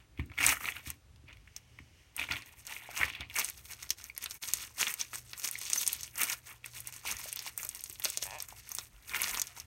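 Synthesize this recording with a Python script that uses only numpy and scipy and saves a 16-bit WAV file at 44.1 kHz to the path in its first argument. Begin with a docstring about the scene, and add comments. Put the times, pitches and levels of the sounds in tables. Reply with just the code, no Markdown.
"""A quiet room, close to a phone microphone: hands knead bead-filled slime over a table.
Films between foam beads snap as short chains of decaying sine notes, over a crackle of thousands of tiny ones.
Filtered pushes make the table thud; wet hollows plop, pin-holes whistle, and a pocket buzzes in puffs of air.
Echoes and a fading noise tail are the walls' answer; shaped noise and a wavering hum are the room itself."""
import sys
import numpy as np
from scipy import signal
from scipy.fft import rfft, irfft, next_fast_len
from scipy.io import wavfile
from scipy.ndimage import map_coordinates

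SR = 44100
rng = np.random.default_rng(int(sys.argv[2]) if len(sys.argv) > 2 else 0)


def unload_wav(signal):
    """Save mono or channel-first audio to the path in sys.argv[1] as 16-bit WAV at rate SR, clipped to [-1, 1]."""
    wavfile.write(
        sys.argv[1],
        SR,
        np.round(np.clip(np.atleast_2d(signal).T, -1, 1) * 32767).astype(np.int16),
    )


N = 425990  # length in samples

# The room's background noise, as a relative spectrum: pitch_hz, level_db
ROOM_NOISE = [(15, -44), (25, -28.5), (40, -10), (58, -1.5), (90, -4.5), (170, -17), (330, -20), (500, -22),
              (1000, -25), (3000, -28), (6000, -31.5), (10000, -35.5), (16000, -47)]
# How long the walls ring at each pitch: pitch_hz, time_to_fall_60_db_s
WALLS = [(200, 0.13), (2000, 0.1), (6000, 0.063), (15000, 0.012)]
# Near reflections from hands, table and wall: delay_s, level_db
ECHOES = [(.0011, -34), (.003, -24.5), (0.01, -35.5)]
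# The microphone's tone: pitch_hz, gain_db
MIC_TONE = [(300, 1), (650, -3), (1050, 1), (1500, -2), (2700, 2), (3600, -1), (4600, -3), (6500, 2),
            (7350, -4), (8300, 1), (10400, -4), (11500, 0)]
MIC_LOW_HZ, TOP_HZ = 120, 15800  # slime sound weakens below the first; nothing is kept above the second

# Squeezes and pulls: full_force_s, held_s, thin_film_crackle_db, large_pocket_crackle_db
SQUEEZES = [(0, 0, -75.5, -62.5), (0.2, 0.0049, -66, -53.5), (0.412, 0.081, -37.5, -36),
            (0.485, 0.01, -24, -31), (0.629, 0.058, -41.5, -45.5), (0.76, 0.028, -53, -52),
            (0.877, 0.0043, -47, -50.5), (1.295, 0.0055, -84, -56.5), (2.197, 0.046, -48, -45.5),
            (2.303, 0.067, -50, -44), (2.465, 0.057, -60.5, -60.5), (2.59, 0.00072, -54.5, -62),
            (2.679, 0.096, -48.5, -50), (2.82, 0.124, -55, -52.5), (2.955, 0.044, -43, -44.5),
            (3.02, 0.0071, -41, -34), (3.09, 0.11, -69.5, -51), (3.21, 0.0053, -74, -45.5),
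            (3.305, 0, -68, -59), (3.38, 0.0089, -32.5, -35.5), (3.45, 0.0079, -39.5, -49.5),
            (3.58, 0.0041, -52, -61), (3.655, 0, -48.5, -65), (3.713, 0, -43, -49), (3.82, 0.025, -51, -57),
            (3.998, 0.075, -53.5, -64), (4.235, 0.0018, -45.5, -54.5), (4.31, 0.022, -42.5, -55.5),
            (4.418, 0.094, -44.5, -55), (4.534, 0.051, -45.5, -55.5), (4.614, 0.041, -46.5, -55),
            (4.801, 0.02, -33, -40.5), (4.875, 0.000014, -35, -40), (4.998, 0.013, -41, -51.5),
            (5.148, 0.0075, -37, -51), (5.275, 0.041, -55.5, -67), (5.388, 0.00084, -43.5, -59),
            (5.445, 0, -37, -48.5), (5.52, 0.066, -49.5, -61), (5.62, 0.068, -43, -60),
            (5.745, 0.098, -36.5, -62), (5.865, 0.089, -44.5, -55.5), (5.985, 0.075, -47.5, -62),
            (6.181, 0.056, -34.5, -41), (6.271, 0.041, -37, -45), (6.475, 0.033, -50.5, -53.5),
            (6.662, 0.0091, -51, -73), (6.75, 0.042, -46, -55.5), (6.87, 0.012, -51.5, -55.5),
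            (6.937, 0.049, -49.5, -60.5), (7.064, 0.058, -40, -44), (7.193, 0.1, -46.5, -55),
            (7.36, 0.13, -50.5, -59.5), (7.47, 0.0042, -43, -50.5), (7.6, 0.036, -42.5, -51.5),
            (7.735, 0.03, -49, -58.5), (7.84, 0.1, -54, -73), (7.92, 0.11, -61, -80),
            (8.035, 0.12, -47, -63), (8.231, 0.033, -44, -62), (8.295, 0.15, -55.5, -67),
            (8.492, 0.096, -53, -62.5), (8.675, 0.028, -49.5, -57.5), (8.774, 0.059, -49.5, -62.5),
            (8.93, 0.16, -65, -69.5), (9.07, 0.02, -53.5, -63), (9.125, 0.12, -41.5, -43.5),
            (9.225, 0.066, -42.5, -44), (9.3, 0.058, -40, -48), (9.455, 0.049, -54, -57),
            (9.575, 0, -50.5, -52)]
RISE_DB_PER_S, FADE_DB_PER_S = 484, 291  # force builds fast, the mass settles more slowly
SHAKE_END_S = 2.5  # table shaking stops and sparse single snaps join the crackle
FILM_HZ = 9100  # typical pitch of the thin films
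# Typical ring of the pockets as the hands open and cup: time_s, pitch_hz
POCKET_PITCH = [(0.3, 2420), (0.5, 2010), (0.75, 2580), (2.75, 2660), (3.02, 2255), (3.1, 2950),
                (3.32, 2950), (3.4, 2265), (9.2, 2183)]
# Resonances of the table top: pitch_hz, width_hz, level_db
TABLE_MODES = [(72, 24, -2), (120, 25, -5), (285, 40, -5)]

# Bursting pockets: start_s, level_db, film_pitch_hz, pocket_ring_db (relative to level_db)
POPS = [(0.1756, -47.5, 2406, -2), (0.196, -38.5, 2200, 9.5), (0.26, -42.5, 8500, -25),
        (0.298, -52, 2200, -10), (0.3165, -46.5, 2080, 5), (0.337, -49, 2500, -10),
        (0.3783, -28.5, 2420, -12), (0.386, -25, 2080, -9), (0.4052, -21, 2120, 4), (0.4297, -21, 2550, -8),
        (0.44, -17, 2520, -19), (0.449, -18.5, 2470, -12), (0.465, -1.5, 8850, -24),
        (0.4849, -27.5, 1716, -12), (0.4915, -6.5, 6620, -24), (0.517, -20.5, 2500, -12),
        (0.5239, -27.5, 1850, -12), (0.569, -33, 2234, -10), (0.6063, -35, 2000, 0),
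        (0.641, -31, 2040, -18), (0.6556, -29.5, 2480, -12), (0.6766, -24.5, 2400, -24),
        (0.687, -24.5, 2500, -12), (0.721, -31, 2520, -12), (0.7664, -30, 2760, -17),
        (0.8611, -43, 2120, -11), (0.9024, -17, 10120, -8), (1.1604, -48.5, 4530, -22),
        (1.284, -48.5, 2280, -5), (1.3281, -42.5, 2850, -8), (1.3704, -44.5, 2900, -8),
        (1.4744, -49, 2450, -19), (1.5642, -21, 5850, -13), (1.7882, -40.5, 2240, 1),
        (2.1652, -19, 11150, -19), (2.1792, -31, 2760, -12), (2.1907, -35, 2370, 8.5),
        (2.195, -23, 2480, -12), (2.2147, -24, 2370, -4), (2.227, -28, 2580, -10),
        (2.2384, -28.5, 2360, -10), (2.288, -32.5, 2316, -2), (2.3104, -23.5, 2150, -15),
        (2.3215, -22, 4570, 7), (2.336, -29, 2470, -10), (2.358, -31, 2460, -10), (2.3667, -27, 2800, -12),
        (2.4217, -33, 4500, 1), (2.4606, -36, 6500, -13), (2.6524, -34, 6500, -6), (2.668, -23, 7500, -26),
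        (2.674, -27.5, 5000, -15), (2.7114, -39.5, 2560, -12), (2.7236, -32, 2500, -12),
        (2.7646, -29.5, 2420, -17), (2.9635, -31, 3000, -10), (2.973, -25, 7000, -15),
        (3.013, -24.5, 2150, -15), (3.032, -18, 2105, -8), (3.0801, -32, 2200, -10),
        (3.1012, -30, 2840, -15), (3.1352, -37, 2800, -15), (3.1506, -33, 2650, -15),
        (3.1762, -49, 2780, -15), (3.197, -42, 2730, -13), (3.2078, -27.5, 3500, -6),
        (3.2993, -32, 2960, -10), (3.3116, -41, 2530, -12), (3.343, -30.5, 5000, -18),
        (3.3568, -31, 2150, -10), (3.364, -15.5, 8800, -1), (3.377, -22, 8490, -15),
        (3.387, -10.5, 6000, -7), (3.395, -13.5, 6360, -24), (3.4463, -13.5, 8500, -21),
        (3.4992, -18.5, 15050, -16), (3.893, -26, 5500, -24), (3.9052, -7, 5550, -23), (4.0, -47, 2420, -8),
        (4.013, -31, 5500, -10), (4.0415, -23.5, 6800, -30), (4.165, -32, 5000, -1),
        (4.1781, -18.5, 11700, -10.5), (4.226, -32, 5470, -15), (4.15, -37, 7000, -13),
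        (4.2408, -18, 9800, -7), (4.2598, -19.5, 4070, -4), (4.3094, -21, 5600, -29),
        (4.344, -29, 14700, -26), (4.4525, -40, 6120, -21), (4.487, -19, 6360, -22),
        (4.5363, -3.5, 7700, -53), (4.5715, -21, 6790, -26), (4.6184, -30, 6800, -10),
        (4.651, -29, 7100, -25), (4.813, -12, 6950, -7), (4.869, -18, 3360, -2), (4.8817, -16.5, 5960, -24),
        (4.9402, -13.5, 8400, -10), (5.013, -13.5, 5900, -22), (5.1327, -30.5, 6340, 10),
        (5.1566, -19.5, 7150, -7), (5.333, -24, 4500, 0.5), (5.3786, -27.5, 8040, -20),
        (5.3976, -25.5, 6850, -5), (5.4195, -26.5, 6760, -22), (5.4334, -30.5, 6720, -17),
        (5.4442, -17, 5450, -17), (5.476, -13, 6900, -31), (5.4878, -17, 7000, -6.5),
        (5.5127, -15, 12400, -32), (5.5874, -20, 9600, -24), (5.6148, -19.5, 8020, -9),
        (5.6535, -20.5, 6750, -27), (5.7007, -12.5, 7200, -9), (5.733, -5, 6440, -29),
        (5.7605, -16, 6900, -4), (5.7888, -28, 6200, -26), (5.832, -17.5, 6300, -12),
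        (5.8655, -12, 6380, -38), (5.8771, -6, 8630, -38), (5.9307, -12, 11100, -31),
        (5.9493, -28, 11150, -20), (6.0094, -23.5, 6690, -18), (6.0327, -18.5, 6400, -29),
        (6.1568, -25, 7000, -23), (6.2217, -23, 6300, 10), (6.2337, -8, 11200, -13),
        (6.278, -32, 5670, -18), (6.2987, -13, 6600, -3.5), (6.3313, -18, 6470, -10),
        (6.6432, -34, 2480, -11), (6.6604, -23, 12580, -6), (6.8041, -19, 14900, -33),
        (6.873, -16.5, 13800, -45), (6.925, -27, 7000, -6), (6.9394, -29, 8310, -15),
        (6.9634, -28.5, 8030, -15), (7.0529, -27, 5820, -12), (7.114, -12.5, 7160, -22),
        (7.1238, -21, 6160, -18), (7.1682, -21.5, 6430, -14), (7.2146, -27, 5500, -5),
        (7.2765, -30.5, 8630, -20), (7.291, -27.5, 6420, -15), (7.328, -16, 9900, -41),
        (7.36, -20, 12700, -33), (7.371, -27.5, 3540, -8), (7.392, -17, 5020, -18),
        (7.4244, -26.5, 12060, -17), (7.4643, -28, 7000, -25), (7.5775, -16.5, 12300, -16),
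        (7.6315, -17.5, 9600, -10), (7.6495, -18, 9450, -36), (7.6687, -26, 8030, -32),
        (7.691, -15.5, 9000, -36), (7.749, -21, 9980, -17), (7.7935, -28, 5370, -26),
        (7.8079, -24, 9870, -33), (7.8391, -17, 12370, -44), (7.898, -21.5, 13600, -17),
        (7.927, -25, 11370, -36), (7.9982, -20.5, 13870, -9), (8.021, -28.5, 3600, -10),
        (8.04, -14, 10880, -9), (8.0474, -11, 6550, -19), (8.054, -9.5, 4600, -7),
        (8.1013, -12.5, 8270, -21), (8.174, -9, 6900, -20), (8.218, -32, 7000, -20),
        (8.2262, -14, 5800, -11), (8.2372, -17, 9500, -15), (8.3864, -27, 6900, -13),
        (8.4031, -20.5, 5500, -6.5), (8.4234, -19.5, 12500, -33), (8.4868, -25.5, 12500, -11),
        (8.6915, -24.5, 12640, -44), (8.7175, -19, 12200, -13), (8.7504, -13, 8600, -30),
        (8.7856, -14.5, 5750, -10), (8.8106, -34, 3750, -5), (9.095, -25.5, 4570, -6),
        (9.116, -37, 2700, -8), (9.136, -33.5, 2240, 1), (9.146, -26, 2290, -3), (9.16, -28.5, 2340, -1),
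        (9.169, -25.5, 4250, -3), (9.191, -32, 4500, -10), (9.201, -30.5, 2680, -10),
        (9.2182, -8.5, 12120, -10), (9.233, -16, 6440, -19), (9.2463, -31.5, 12800, -21),
        (9.26, -35, 2150, -3), (9.2685, -31, 5280, -25), (9.2818, -19, 6540, -20), (9.2958, -27, 8130, 3),
        (9.312, -17.5, 8280, -31.5), (9.362, -36, 3460, -10), (9.3735, -18, 5730, -1),
        (9.397, -14.5, 6960, -26), (9.4172, -7.5, 6770, -19), (9.4703, -23, 7000, -30),
        (9.477, -30, 5500, -20), (9.6, -21.5, 5740, -18)]
CHAIN_DB, CHAIN_S = -13, 0.0057  # later links of a tear: base level under the first snap, longest delay
CHAIN_DB_PER_OCTAVE, THICK_HZ = 9, 4500  # films below THICK_HZ tear raggedly: stronger links per octave down
CLEAN_BREAK, TYPICAL_DB = 0.084, -13  # each dB above typical takes this many dB off the tearing
RING_UNDER_FILM = 0.8  # a pocket's typical ring is at most this share of its film's pitch
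TICK_HZ, TICK_DB, TICK_DB_PER_OCTAVE = 11000, -3.5, 4  # tick under the snap, weaker per octave of lower film
# Crackle left by a burst: level relative to its peak, level relative to its ring, and how fast it fades
AFTER_DB, AFTER_RING_DB, AFTER_FADE_DB_PER_S = -35, -27, 450

# Presses on the table: start_s, level_db
THUDS = [(0.191, -28), (0.87, -40.5), (1.237, -49.5), (1.8, -46), (2.302, -40), (3, -40.5), (3.041, -43),
         (3.199, -43), (3.262, -53)]
# A faint hiss while a hand glides past: start_s, held_s, level_db
HISS = (1.5, 0.59, -69)
# Tone of that hiss: pitch_hz, width_hz, level_db
HISS_BANDS = [(2040, 780, -4), (3050, 270, 1), (5260, 1700, -7)]
# Large wet hollows: start_s, level_db, pitch_hz
PLOPS = [(2.89, -34, 733), (7.052, -33, 910), (7.257, -38.5, 600), (7.464, -36.5, 890), (7.652, -45, 610),
         (7.899, -52, 364), (7.999, -46, 884), (8.056, -33, 586), (8.173, -39.5, 625), (8.225, -40.5, 585),
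         (8.525, -38, 826), (9.576, -41.5, 855)]
# Pin-hole whistles and clear bubbles: start_s, pitch_hz, length_s, level_db
SQUEAKS = [(4.098, 2360, 0.004, -37), (5.554, 2130, 0.0031, -29.5), (5.774, 6030, 0.014, -25.5),
           (5.799, 3610, 0.02, -41.5)]
# A brief dip of the whole sound: middle_s, half_width_s, depth_db
DIP = (4.4, 0.018, -20)
# Air leaking from a pocket: time_s, puffs_per_s, level_db (before the leak's final gain)
BUZZ = [(8.245, 93, -50), (8.27, 91, -46), (8.31, 91, -46), (8.325, 120, -44.5), (8.355, 140, -43.5),
        (8.38, 150, -52), (8.4, 61, -53)]
# Resonances of the leaking pocket: pitch_hz, width_hz, level_db
LEAK_MODES = [(630, 170, 0), (926, 200, 0), (1740, 160, -4), (2550, 250, -5), (3320, 200, -14)]
# An arm knocks the phone's support: start_s, level_db, pitch_hz
BUMPS = [(8.93, -53, 48), (9.31, -51.5, 42)]


def amp(db):
    """Turn decibels into a plain multiplier."""
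    return 10 ** (np.asarray(db) / 20)


def unit(x):
    """Scale a sound to an average strength (rms) of 1."""
    return x / np.sqrt(np.mean(x ** 2) + 1e-20)


def along(points, hz):
    """Read values between (pitch_hz, value) points, on a log pitch axis."""
    f, v = np.transpose(points)
    return np.interp(np.log(hz + 1), np.log(f + 1), v)


def curves(rows):
    """One value per sample for each column after the time; -120 outside the rows."""
    s, *columns = np.transpose(rows)
    return [np.interp(np.arange(N) / SR, s, c, -120, -120) for c in columns]


def wobble(rate):
    """A smooth random curve with this many random points a second."""
    points = rng.standard_normal(int(N * rate / SR) + 4)
    return map_coordinates(points, [np.arange(N) * rate / SR])


def filtered(x, response):
    """Shape a sound with a gain that depends on frequency."""
    m = next_fast_len(N + SR // 2)
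    return irfft(rfft(x, m) * response(np.fft.rfftfreq(m, 1 / SR)), m)[:N]


def modes(table):
    """Add up resonances, each a body that rings around its own pitch."""
    def response(f):
        total = 0
        for k, (hz, width, db) in enumerate(table):
            resonance = 1j * f * width / (hz * hz - f * f + 1j * f * width)
            total = total + (-1) ** k * amp(db) * resonance  # alternate signs
        return total
    return response


def grains(s, hz, cycles, size, length):
    """Short sine notes with a soft start; each decays by about 9 dB in the given number of cycles."""
    n = np.arange(length)
    turns = np.clip(hz, 150, 16000)[:, None] * n / SR
    envelope = np.exp(-turns / cycles) * (1 - np.exp(-2 * turns))
    wave = size[:, None] * np.sin(2 * np.pi * turns) * envelope
    at = np.round(s * SR).astype(int)[:, None] + n
    return np.bincount(at.ravel(), wave.ravel(), N + SR)[:N]


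def crackle(count, centre_hz, spread, cycles, length):
    """Tiny bursts at random times, few strong and many weak, pitched around centre_hz; rms 1."""
    u, z = rng.random((count, 2)), rng.standard_normal((count, 2))
    size = (1.003 - u[:, 1]) ** -.3 * np.sign(z[:, 1])
    s = u[:, 0] * N / SR
    hz = centre_hz(s) * np.exp(spread * z[:, 0])
    return unit(grains(s, hz, cycles, size, length))


def swells(s, held, levels_db, rise, fade):
    """One gain per row of levels_db that rises to each event, holds and fades; events add in power."""
    step = 64  # samples between computed points
    t = np.arange(0, N + step, step) / SR
    before = np.clip(s[:, None] - t, 0, None)
    after = np.clip(t - (s + held)[:, None], 0, None)
    loss_db = rise * before + fade * after
    power = amp(2 * np.asarray(levels_db)) @ amp(-2 * loss_db)
    return np.array([np.interp(np.arange(N) / SR, t, np.sqrt(p)) for p in power])


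def background():
    """House rumble that comes and goes, steady microphone hiss, and a wavering mains hum."""
    noise = unit(filtered(rng.standard_normal(N), lambda hz: amp(along(ROOM_NOISE, hz))))
    rumble = filtered(noise, lambda hz: 1 / (1 + (hz / 220) ** 4))
    waver = amp(4.5 * wobble(5)) * np.exp(.9j * wobble(6))  # level and phase both wander
    hum = amp(-69) * np.imag(waver * np.exp(2j * np.pi * 119.5 * np.arange(N) / SR))
    swell = amp(3 * wobble(7))
    steady = noise - rumble
    return amp(-65.5) * (steady + amp(2.0) * swell * rumble) + hum


def pocket_hz(s):
    """Typical pocket pitch at times s."""
    return np.interp(s, *np.transpose(POCKET_PITCH))


def working():
    """How hard films and pockets crackle: each squeeze drives them, and each burst leaves a short crackle."""
    s, held, *levels_db = np.transpose(SQUEEZES)
    squeezed = swells(s, held, levels_db, RISE_DB_PER_S, FADE_DB_PER_S)
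    at, db, _, ring_db = np.transpose(POPS)
    db = db - CLEAN_BREAK * (db - TYPICAL_DB)
    after_db = [db + AFTER_DB, db + ring_db + AFTER_RING_DB]
    after = swells(at, 0 * at, after_db, 5000, AFTER_FADE_DB_PER_S)
    return np.hypot(squeezed, after)


def kneading():
    """Pockets crackle low, thin films tick high, the wet mass squelches and at first shakes the table."""
    # bursts set off their neighbours, so shared random swells gather them in clumps
    clumps, wander = wobble(55), wobble(11)

    def film_hz(s):  # film sizes change from fold to fold
        return FILM_HZ * np.exp(0.27 * wander[(s * SR).astype(int)])

    pockets = crackle(count=12000, centre_hz=pocket_hz, spread=.3, cycles=2.2, length=300)
    films = crackle(count=18000, centre_hz=film_hz, spread=0.37, cycles=1.0, length=60)
    thinnest = crackle(count=20000, centre_hz=lambda s: 13000, spread=0.2, cycles=1.0, length=40)
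    snaps = crackle(count=1300, centre_hz=lambda s: 7500, spread=.4, cycles=.6, length=50)
    snaps = snaps * (np.arange(N) > SHAKE_END_S * SR)  # sparse single snaps join in
    films = films + amp(-6.5) * thinnest + amp(-3) * snaps

    squelch = crackle(count=6000, centre_hz=lambda s: 1150, spread=0.336, cycles=2.4, length=600)
    heave = crackle(count=2500, centre_hz=lambda s: 330, spread=0.3, cycles=1.6, length=900)  # whole lump
    mass = pockets + amp(-11) * squelch + amp(-19.5) * heave
    wet = unit(mass * amp(1.9 * clumps + 1.2 * wobble(70)))
    fine = unit(films * amp(2.5 * clumps + 1.7 * wobble(70)))

    table = lambda f: modes(TABLE_MODES)(f) / (1 + (f / 330) ** 4)
    shake = unit(filtered(rng.standard_normal(N), table)) * (np.arange(N) < SHAKE_END_S * SR)
    high, low = working()
    return low * wet + high * fine, amp(-20.5) * low ** 0.79 * shake


def pops(count=9):
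    """A film tears past the next beads in a short chain; each link has a snap, a pocket ring and a tick."""
    s, db, hz, ring_db = np.transpose(POPS)[..., None]
    z, u = rng.standard_normal((2, len(s), count)), rng.random((len(s), count))
    later = np.arange(count) > 0  # every link but the first snap
    start = (s + CHAIN_S * u * later).ravel()
    ragged_db = CHAIN_DB_PER_OCTAVE * np.log2(np.maximum(THICK_HZ / hz, 1))
    clean_db = CLEAN_BREAK * (db - TYPICAL_DB)
    # the later a link comes, the weaker it tends to be
    link_db = db + later * (CHAIN_DB + ragged_db - clean_db - 9 * u + 4.0 * z[0])

    def size(rel_db):
        return (np.sign(z[0]) * amp(link_db + rel_db)).ravel()

    def pitch(centre_hz, spread):
        return (centre_hz * np.exp(spread * z[1])).ravel()

    snap_cycles = np.repeat(1 + 2400 / hz, count)[:, None]  # low films ring longer
    snap = grains(start, pitch(hz, 0.28 * later), snap_cycles, size(3.8), 300)
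    ring_hz = np.minimum(RING_UNDER_FILM * hz, pocket_hz(s))
    ring = grains(start, pitch(ring_hz, 0.33), 0.91, size(ring_db), 250)
    tick_db = TICK_DB + TICK_DB_PER_OCTAVE * np.log2(np.minimum(hz / TICK_HZ, 1))
    tick = grains(start, pitch(TICK_HZ, 0.28), 4.8, size(tick_db), 60)
    return snap + ring + tick


def thuds():
    """A soft palm pushes, then settles unevenly; the table top rings."""
    s, db = np.transpose(THUDS)
    t = np.arange(SR // 8) / SR
    settle = amp(-30.5 - 60 * t / 0.36) * rng.standard_normal(len(t))
    settle[0] = 1  # the push itself
    hits = np.bincount(np.round(s * SR).astype(int), amp(db + 55.0), N)  # gain makes up for the filter
    push = np.convolve(hits, settle)[:N]
    soften = lambda f: 1j * f / (45 + 1j * f) / (1 + 1j * f / 260) ** 3
    return filtered(push, lambda f: modes(TABLE_MODES)(f) * soften(f))


def hiss():
    """A faint airy noise with a narrow band in it swells and stops."""
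    s, held, db = HISS
    gain, = swells(np.array([s]), held, [[db]], 40, 156)
    air = unit(filtered(rng.standard_normal(N), modes(HISS_BANDS)))
    return gain * amp(2.3 * wobble(16)) * air


def plops():
    """A large hollow collapses with a short low note."""
    s, db, hz = np.transpose(PLOPS)
    return grains(s, hz, 1.3, amp(db + 6.0), 1200)  # gain makes up for the soft start and decay


def squeaks():
    """Air whistles briefly and unsteadily through a pin-hole, with an overtone."""
    out = np.zeros(N)
    for s, hz, length, db in SQUEAKS:
        t = np.arange(round(length * SR)) / SR
        jitter = np.cumsum(0.078 * rng.standard_normal(len(t)))
        turn = 2 * np.pi * hz * t * (1 + 0.015 * t / length) + jitter  # pitch glides up slightly
        tone = np.sin(turn) + 0.26 * np.sin(2 * turn)
        out[round(s * SR):][:len(t)] += amp(db) * np.sin(np.pi * t / length) * tone
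    return out


def leak():
    """The rim of a pocket flaps open and shut, each puff ringing the pocket; pulling changes its rate."""
    rate, db = curves(BUZZ)
    uneven_rate = np.clip(rate, 0, None) * (1 + 0.06 * wobble(80))
    puffs = np.diff(np.floor(np.cumsum(uneven_rate) / SR), prepend=0)  # one click per whole turn
    sound = filtered(puffs * amp(db + 0.99 * rng.standard_normal(N)), modes(LEAK_MODES))
    return amp(38.0) * sound


def bumps():
    """A knock on the support makes a dull low swing that dies in a few cycles."""
    out, t = np.zeros(N + SR), np.arange(SR // 4) / SR
    for s, db, hz in BUMPS:
        envelope = hz * t * np.exp(1 - hz * t)
        out[round(s * SR):][:len(t)] += amp(db) * np.sin(2 * np.pi * hz * t) * envelope
    return out[:N]


def room(x):
    """Add a few near reflections and a noise tail that dies faster in the treble."""
    hz, t, z = signal.stft(rng.standard_normal(SR // 2), SR, nperseg=256)
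    decay = amp(-60 * t / along(WALLS, hz)[:, None])
    tail = signal.istft(z * decay, SR, nperseg=256)[1]
    answer = amp(-10) * tail / np.linalg.norm(tail)
    for delay, db in ECHOES:
        answer[round(delay * SR)] += amp(db)
    return x + signal.fftconvolve(x, answer)[:N]


def microphone(x):
    """Colour the sound as the capsule does, which hardly hears low airborne sound."""
    low_cut = lambda hz: (1j * hz / (MIC_LOW_HZ + 1j * hz)) ** 2
    return filtered(x, lambda hz: amp(along(MIC_TONE, hz)) * low_cut(hz))


def scene():
    """Mix airborne slime sounds with table, support and background; the whole level dips briefly."""
    crunch, shake = kneading()
    slime = microphone(room(pops() + plops() + squeaks() + crunch + leak() + hiss()))
    s, half_width, db = DIP
    dip = amp(db * np.exp(-((np.arange(N) / SR - s) / half_width) ** 4))
    return (dip * (slime + shake + thuds() + bumps() + background()))[None]


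def record(dry):
    """The phone keeps nothing above its band limit."""
    return filtered(dry[0], lambda hz: hz < TOP_HZ)[None]


dry = scene()
out = record(dry)
unload_wav(out)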